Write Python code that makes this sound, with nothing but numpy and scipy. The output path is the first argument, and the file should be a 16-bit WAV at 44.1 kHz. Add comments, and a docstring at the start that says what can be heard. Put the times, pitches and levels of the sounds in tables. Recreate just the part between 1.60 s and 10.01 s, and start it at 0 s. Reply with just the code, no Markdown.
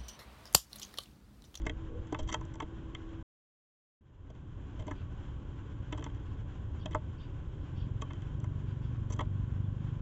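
"""A wooden feeder board: a sparrow hops about, heard by a small trail camera fixed to the board.
Claws and beak tap and scuff the wood: bursts of tiny slips ring the modes of board and housing.
Far chirps are warbling sine pairs with echoes; a moan, a slow engine and thin hums are tonal.
Wind and traffic are filtered noise. All falls silent for 0.8 s, then wind, traffic and hum fade in;
a slow engine joins at 5.8 s."""
import sys
import numpy as np
from scipy import signal
from scipy.fft import rfft, irfft, next_fast_len
from scipy.io import wavfile

SR = 44100
rng = np.random.default_rng(int(sys.argv[2]) if len(sys.argv) > 2 else 0)


def wav_record(signal):
    """Record a signal, one row per channel, as 16-bit PCM in the file named by sys.argv[1]."""
    frames = np.transpose(np.atleast_2d(signal))
    bounded = np.clip(frames, -1, 1)
    # unit amplitude maps onto the largest positive 16-bit level
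    quanta = np.round(bounded * 32767).astype(np.int16)
    wavfile.write(sys.argv[1], SR, quanta)


N = 370881
TIME_S = np.arange(N) / SR
DROP_S, RETURN_S = 1.628, 2.409   # start and end of the silence


def from_db(db):
    """Decibels to amplitude ratio."""
    return 10 ** (np.asarray(db) / 20)


def rms_one(x):
    """Scale to unit rms."""
    return x / np.sqrt(np.mean(x ** 2) + 1e-20)


def curve(rows):
    """Linear curve through (t/s, value) rows at every sample."""
    points_s, values = np.transpose(rows)
    return np.interp(TIME_S, points_s, values)


def drift(rate_hz):
    """Slow random curve of unit rms: noise through a double pole at rate_hz, run at SR / 40."""
    pole = np.exp(-80 * np.pi * rate_hz / SR)
    noise = rng.standard_normal(N // 40 + 2002)
    slow = signal.lfilter([1], [1, -2 * pole, pole * pole], noise)[2000:]   # drop the onset
    return np.interp(np.arange(N) / 40, np.arange(len(slow)), rms_one(slow))


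def coloured(spectrum, flicker_db):
    """Unit-rms noise shaped by (f/Hz, level/dB) rows, its level flickering by flicker_db rms."""
    size = next_fast_len(N)
    hz = np.arange(size // 2 + 1) * SR / size + 1   # + 1 avoids log(0)
    points_hz, points_db = np.transpose(spectrum)
    shape_db = np.interp(np.log(hz), np.log(points_hz), points_db, left=-90, right=-90)
    noise = irfft(from_db(shape_db) * rfft(rng.standard_normal(size)), size)[:N]
    return rms_one(noise * from_db(flicker_db * drift(13)))


def ring(force, hz, t60_s):
    """Two-pole resonator: a unit click rings a decaying sine of initial height 1."""
    radius = from_db(-60 / (t60_s * SR))
    w = 2 * np.pi * hz / SR
    return signal.lfilter([0, np.sin(w)], [1, -2 * radius * np.cos(w), radius ** 2], force + 1e-18)


def taps():
    """Each contact is a run of tiny slips driving every mode; weight drives the low modes, scratch the high."""
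    # claw and beak contacts: t/s, weight/dB, knock/dB, knock f/Hz, scratch/dB, scratch f/Hz, contact/ms
    contacts = np.array([(0.017, -65, -69, 2100, -55, 4150, 2.9), (0.054, -64, -56, 800, -54, 4200, 3.5),
                         (0.065, -31, -34, 1850, -42.5, 5300, 5.9),
                         (0.095, -33, -39, 2070, -47.5, 3700, 4.7), (0.469, -54, -60, 1400, -64, 5000, 9.3),
                         (0.524, -29.5, -36, 810, -47.5, 5200, 7.7),
                         (0.545, -56, -33.5, 1270, -44.5, 3000, 3.6),
                         (0.586, -47, -41.5, 710, -43, 4500, 18), (0.624, -47, -72, 900, -57, 4470, 16),
                         (0.669, -52, -63, 1400, -51.5, 5000, 22), (0.682, -65, -44, 1010, -42, 3860, 21.5),
                         (0.715, -46, -47, 1900, -54, 6000, 9.2),
                         (0.724, -36.5, -42.5, 1290, -35, 5140, 7.7), (0.74, -51, -32.5, 910, -36, 4400, 5),
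                         (0.742, -48, -30.5, 1240, -35.5, 5260, 5.1),
                         (0.81, -51, -49, 1000, -55, 5000, 4.9), (0.851, -54, -60, 620, -57, 5800, 3.2),
                         (0.939, -70, -57, 1050, -53, 4930, 6), (0.955, -49, -53, 900, -52, 5440, 3),
                         (1.001, -55, -33.5, 1150, -44.5, 3960, 6.2),
                         (1.019, -35, -43.5, 620, -51, 3400, 13), (1.348, -50, -38, 2150, -50, 5170, 3.8),
                         (2.7, -51, -55.5, 624, -61, 4460, 9.2), (2.75, -66, -63, 620, -66, 5000, 3.8),
                         (3.187, -58, -51.5, 660, -52.5, 3840, 23), (3.221, -57, -55, 620, -59, 3200, 7.1),
                         (3.267, -39, -63, 2000, -58, 6500, 8.2),
                         (3.278, -38, -41.5, 830, -52.5, 3500, 6.7),
                         (3.309, -37, -39.5, 1300, -56, 6000, 9.2),
                         (4.324, -32.5, -42.5, 1160, -41, 3670, 7.2), (4.344, -43, -53, 800, -63, 3200, 4),
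                         (4.375, -67, -45, 1030, -51, 4600, 9.7), (4.393, -38.5, -57, 620, -53, 3820, 3.3),
                         (4.408, -43, -58, 614, -61, 3420, 4.4), (4.423, -68, -49, 1180, -52, 3030, 5.8),
                         (4.441, -63, -50, 1340, -41.5, 5370, 2.6), (4.462, -41, -42, 1000, -56.5, 3600, 5),
                         (4.499, -62, -62, 1150, -62, 3100, 2.3), (4.547, -67, -75, 1800, -60, 4200, 2),
                         (5.257, -33.5, -42.5, 670, -40, 3300, 5.8),
                         (5.309, -43, -56, 2000, -57, 5500, 6.6), (5.316, -57, -61, 1300, -54, 3700, 9.2),
                         (5.329, -51, -55, 1210, -55, 3200, 8), (5.347, -34, -27, 1240, -47.5, 6500, 1.5),
                         (5.354, -59, -33.5, 596, -58, 6500, 3), (6.411, -65, -67, 800, -54, 3600, 10),
                         (6.418, -39, -41.5, 1090, -42.5, 4050, 7.4),
                         (6.503, -57, -46, 1200, -57, 2920, 11), (6.533, -58, -58, 1200, -51, 4500, 1.4),
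                         (6.62, -50, -69, 1150, -56.5, 3830, 2.7), (6.8, -53, -67, 650, -56, 5800, 5),
                         (6.841, -44, -46, 1230, -56.5, 6300, 5.3),
                         (7.498, -42.5, -51, 1000, -52, 5740, 16), (7.52, -46, -53, 900, -46, 6030, 17),
                         (7.534, -58, -54, 800, -51, 5000, 7.8), (7.561, -53, -59, 1050, -62, 6000, 11),
                         (7.59, -35, -33.5, 1110, -43.5, 3200, 6.2),
                         (7.605, -32.5, -34.5, 1000, -47, 3760, 9.4)])
    # modes of board and camera housing: f/Hz, relative level/dB, t60/s
    modes = [(260, -19.5, 0.052), (302.5, 1.5, 0.064), (453, -0.5, 0.098), (614.4, 4, 0.089),
             (790, -5, 0.062), (894, 0, 0.078), (1007, 2, 0.061), (1128, -1.5, 0.051), (1297, -5.5, 0.053),
             (1508, -6.5, 0.046), (1718, -1, 0.027), (1930, -1, 0.043), (2101, 3, 0.03), (2260, -9, .015),
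             (2570, -1.5, 0.021), (2743, -2, 0.0096), (3025, -0.5, 0.02), (3214, 3.5, 0.025),
             (3436, -4, 0.029), (3730, -10, 0.02), (4250, -16, 0.0075), (4590, -9.5, 0.0064),
             (5460, -12, 0.012), (5970, 0.5, 0.0081), (7140, -7, 0.0043), (6600, -17, 0.0091),
             (7670, 11.5, 0.0071), (7300, -1, 0.012)]
    start_s, weight_db, knock_db, knock_hz, scratch_db, scratch_hz, contact_ms = contacts.T
    # drive parts: level/dB, centre/Hz, loss/(dB per octave away)
    parts = [(weight_db, 313, 18.5), (knock_db, knock_hz, 16), (scratch_db, scratch_hz, 11.5)]
    length = 4400
    shape = (len(contacts), length)

    contact_ms = np.clip(contact_ms, 0.5, 30)[:, None]
    u = np.arange(length) / (contact_ms * SR / 1000)
    # short contacts strike at once, long scuffs swell first
    pressure = u ** (0.06 * contact_ms) * np.exp(-2.6 * u ** 1.8)
    # loose seeds rattle on
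    pressure += 0.07 * np.minimum(u, 1) * np.exp(-np.arange(length) / (0.011 * SR))
    sparse = rng.random(shape) < 5000 / SR   # 5000 slips per s
    slips = pressure * (sparse + 0.13) * rng.standard_normal(shape)
    # a brief contact opens with one firm blow
    slips[:, 8:9] += 2.6 * np.exp(-contact_ms / 6.2)

    spread = rng.standard_normal((len(contacts), len(modes)))
    rung = np.zeros(shape)
    for k, (hz, level_db, t60_s) in enumerate(modes):
        mode = ring(slips, hz, t60_s)
        drive = sum(from_db(db - fall_db * np.abs(np.log2(hz / centre_hz)))
                    for db, centre_hz, fall_db in parts)
        peak = drive * from_db(level_db + 2.0 * spread[:, k])
        rung += (-1) ** k * mode * (peak / np.abs(mode).max(axis=1))[:, None]
    rung *= np.sqrt(np.linspace(1, 0, length))

    out = np.zeros(N + length)
    first = np.round(start_s * SR).astype(int)[:, None]
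    np.add.at(out, first + np.arange(length), rung)
    return out[:N]


def chirps():
    """Far sparrows: raspy arched chirps of two frequency-jittered sines, blurred by decaying-noise echoes."""
    # chirps: t/s, length/s, top f/Hz, level/dB before the second voice
    calls = [(3.346, 0.076, 3160, -66), (4.648, 0.094, 3100, -71), (5.191, 0.044, 3290, -60.5),
             (5.578, 0.075, 3280, -60.5), (5.986, 0.088, 3170, -72), (6.156, 0.085, 3435, -60.5),
             (7.066, 0.05, 3110, -64.5), (7.215, 0.06, 3300, -66)]
    out, unsteady, warble = np.zeros(N), drift(160), drift(220)
    for start_s, length_s, top_hz, db in calls:
        u = np.linspace(0, 1, int(length_s * SR))
        first = int(start_s * SR)
        span = slice(first, first + len(u))
        arch_hz = top_hz * np.interp(u, [0, 0.45, 1], [0.81, 1, 0.84])
        lower_hz = arch_hz + 330 * unsteady[span]
        upper_hz = 1.75 * arch_hz[0] - 500 * u + 750 * warble[span]
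        lower = np.sin(2 * np.pi * np.cumsum(lower_hz) / SR)
        upper = np.sin(2 * np.pi * np.cumsum(upper_hz) / SR)
        out[span] += from_db(db) * np.sin(np.pi * u) ** 0.12 * (lower + 0.34 * upper)
    lags = np.arange(int(SR / 8))
    echoes = rng.standard_normal(len(lags)) * from_db(-60 * lags / SR / 0.14)   # t60 0.14 s
    return signal.fftconvolve(out, echoes / np.sqrt(np.sum(echoes ** 2)))[:N]


def moan():
    """Short low moan far off: a narrow noise band (a randomly modulated carrier) swells and fades."""
    start_s, length_s, edge_s, hz, level_db = 0.265, 0.19, 0.058, 475, -51.5
    t = TIME_S - start_s
    swell = np.clip(np.minimum(t, length_s - t) / edge_s, 0, 1)
    wobble = drift(45) + 1j * drift(57)
    return swell * from_db(level_db) * np.real(wobble * np.exp(2j * np.pi * hz * t))


def engine():
    """Slow engine drawing near: sines at low multiples of a rising rate, each wavering on its own."""
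    # engine level: t/s, level/dB
    level = [(5.8, -71), (6.1, -41), (6.35, -38), (6.55, -45.5), (6.8, -38), (7.3, -39.5), (7.7, -36),
             (8.41, -38)]
    # orders: multiple of the rate, relative level/dB
    orders = [(2, -8), (2.5, -8), (3, -10), (4, 0), (5, -1), (6, -5), (7, -16), (8, -16), (9, -18),
              (10, -18), (12, -24)]
    # firing rate: t/s, f/Hz
    rate = [(5.8, 21.5), (6.45, 22.4), (6.72, 23.9), (7.75, 23.9), (8.41, 25.2)]
    phase = 2 * np.pi * np.cumsum(curve(rate)) / SR
    tone = 0
    for multiple, db in orders:
        height = from_db(db + 1.5 * drift(2.0))
        tone = tone + height * np.sin(multiple * phase + 0.25 * drift(3))
    return from_db(curve(level)) * tone


def hums():
    """Thin steady tones and a few very faint, short high tones: sines wavering a little in level and phase."""
    # tones: start t/s, end t/s, f/Hz, rms level/dB
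    tones = [(-.1, 1.7, 325, -54), (2.6, 6.6, 280, -61), (6.44, 6.59, 3080, -72), (6.63, 6.69, 3400, -75),
             (8.03, 8.08, 3450, -75)]
    out = 0
    for start_s, end_s, hz, db in tones:
        gate = np.clip(np.minimum(TIME_S - start_s, end_s - TIME_S) / 0.01, 0, 1)
        height = np.sqrt(2) * from_db(db + 1.2 * drift(2.1))
        out = out + gate * height * np.sin(2 * np.pi * hz * TIME_S + 0.4 * drift(2.6))
    return out


def wind():
    """Wind on the microphone port: low noise with a steady floor and Gaussian buffets."""
    # spectrum: f/Hz, relative level/dB
    spectrum = [(6, -21), (15, -6.5), (35, -5.5), (60, -4), (100, -47.5)]
    # buffets: t/s, level/dB, half width/s
    buffets = [(0, -42, 0.24), (0.644, -33.5, 0.025), (5.899, -48, .2)]
    level = from_db(-50)
    for centre_s, db, width_s in buffets:
        level = level + from_db(db) * np.exp(-((TIME_S - centre_s) / width_s) ** 2)
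    return level * coloured(spectrum, flicker_db=3.0)


def traffic():
    """Far traffic: passing deep rumble, a duller roar and the hiss of tyres and air, as three noise bands."""
    # spectra: f/Hz, relative level/dB
    rumble, roar, hiss = [(5.9, -44), (10, -21), (59, -1), (81, 0.5), (113, 0), (190, -18.5), (250, -49.5),
                          (420, -120)], [(88, -32.5), (150, -5), (248, -8.5), (330, -7.5), (476, -18),
                                          (549, -17), (697, -31.5), (900, -26), (1170, -38), (1980, -120)], [(410, -39.5), (700, -10), (759, -2.5), (894, -8.5),
                                                        (1030, -2), (1100, -7.5), (1210, -7.5), (1500, -3),
                                                        (1860, -11), (2350, -14.5), (3200, -11),
                                                        (4430, -30), (6800, -25), (7530, -19.5),
                                                        (8000, -41.5), (10400, -71), (17600, -120)]
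    # rumble as traffic passes: t/s, level/dB
    rumble_level = [(0, -46), (.75, -42.5), (1.63, -47.5), (2.41, -44.5), (3.3, -41.5), (4, -42.5),
                    (5.3, -38.5), (5.9, -41.5), (6.8, -43.5), (8.41, -43.5)]
    return (from_db(curve(rumble_level)) * coloured(rumble, flicker_db=0.5)
            + from_db(-52.5) * coloured(roar, flicker_db=0.7)
            + from_db(-63.5) * coloured(hiss, flicker_db=1.57))


def housing():
    """Air noise keeps the housing's sharpest resonances faintly sounding: resonators fed white noise."""
    # resonances: f/Hz, rms level/dB, t60/s
    resonances = [(625, -76.5, 0.22), (880, -77, 0.051), (1010, -71, 0.069), (1112.6, -71, 0.087),
                  (1560, -79.5, 0.084), (3200, -79, 0.018), (7895, -78, 0.012)]
    return sum(from_db(db) * rms_one(ring(rng.standard_normal(N), hz, t60_s))
               for hz, db, t60_s in resonances)


def scene():
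    """Sum of all sources; after the silence the background opens low and rises evenly in amplitude."""
    fade_from_db, fade_s = -18.5, 0.73
    rise = np.interp(TIME_S, [RETURN_S, RETURN_S + fade_s], [from_db(fade_from_db), 1])
    fade = np.where(TIME_S > DROP_S, rise, 1)
    background = wind() + traffic() + housing() + engine() + hums()
    return (fade * background + moan() + taps() + chirps())[None]


def record(dry):
    """Mute from DROP_S to RETURN_S, fade the last 4 ms and cut the top steeply."""
    gate = np.clip(np.maximum(DROP_S - TIME_S, TIME_S - RETURN_S) / 0.0014, 0, 1)
    ending = np.clip((N / SR - TIME_S) / 0.004, 0, 1)
    lowpass = signal.cheby2(12, 65, 8600, fs=SR, output="sos")   # 65 dB down from 8600 Hz up
    return signal.sosfilt(lowpass, dry * gate * ending)


dry = scene()
out = record(dry)
wav_record(out)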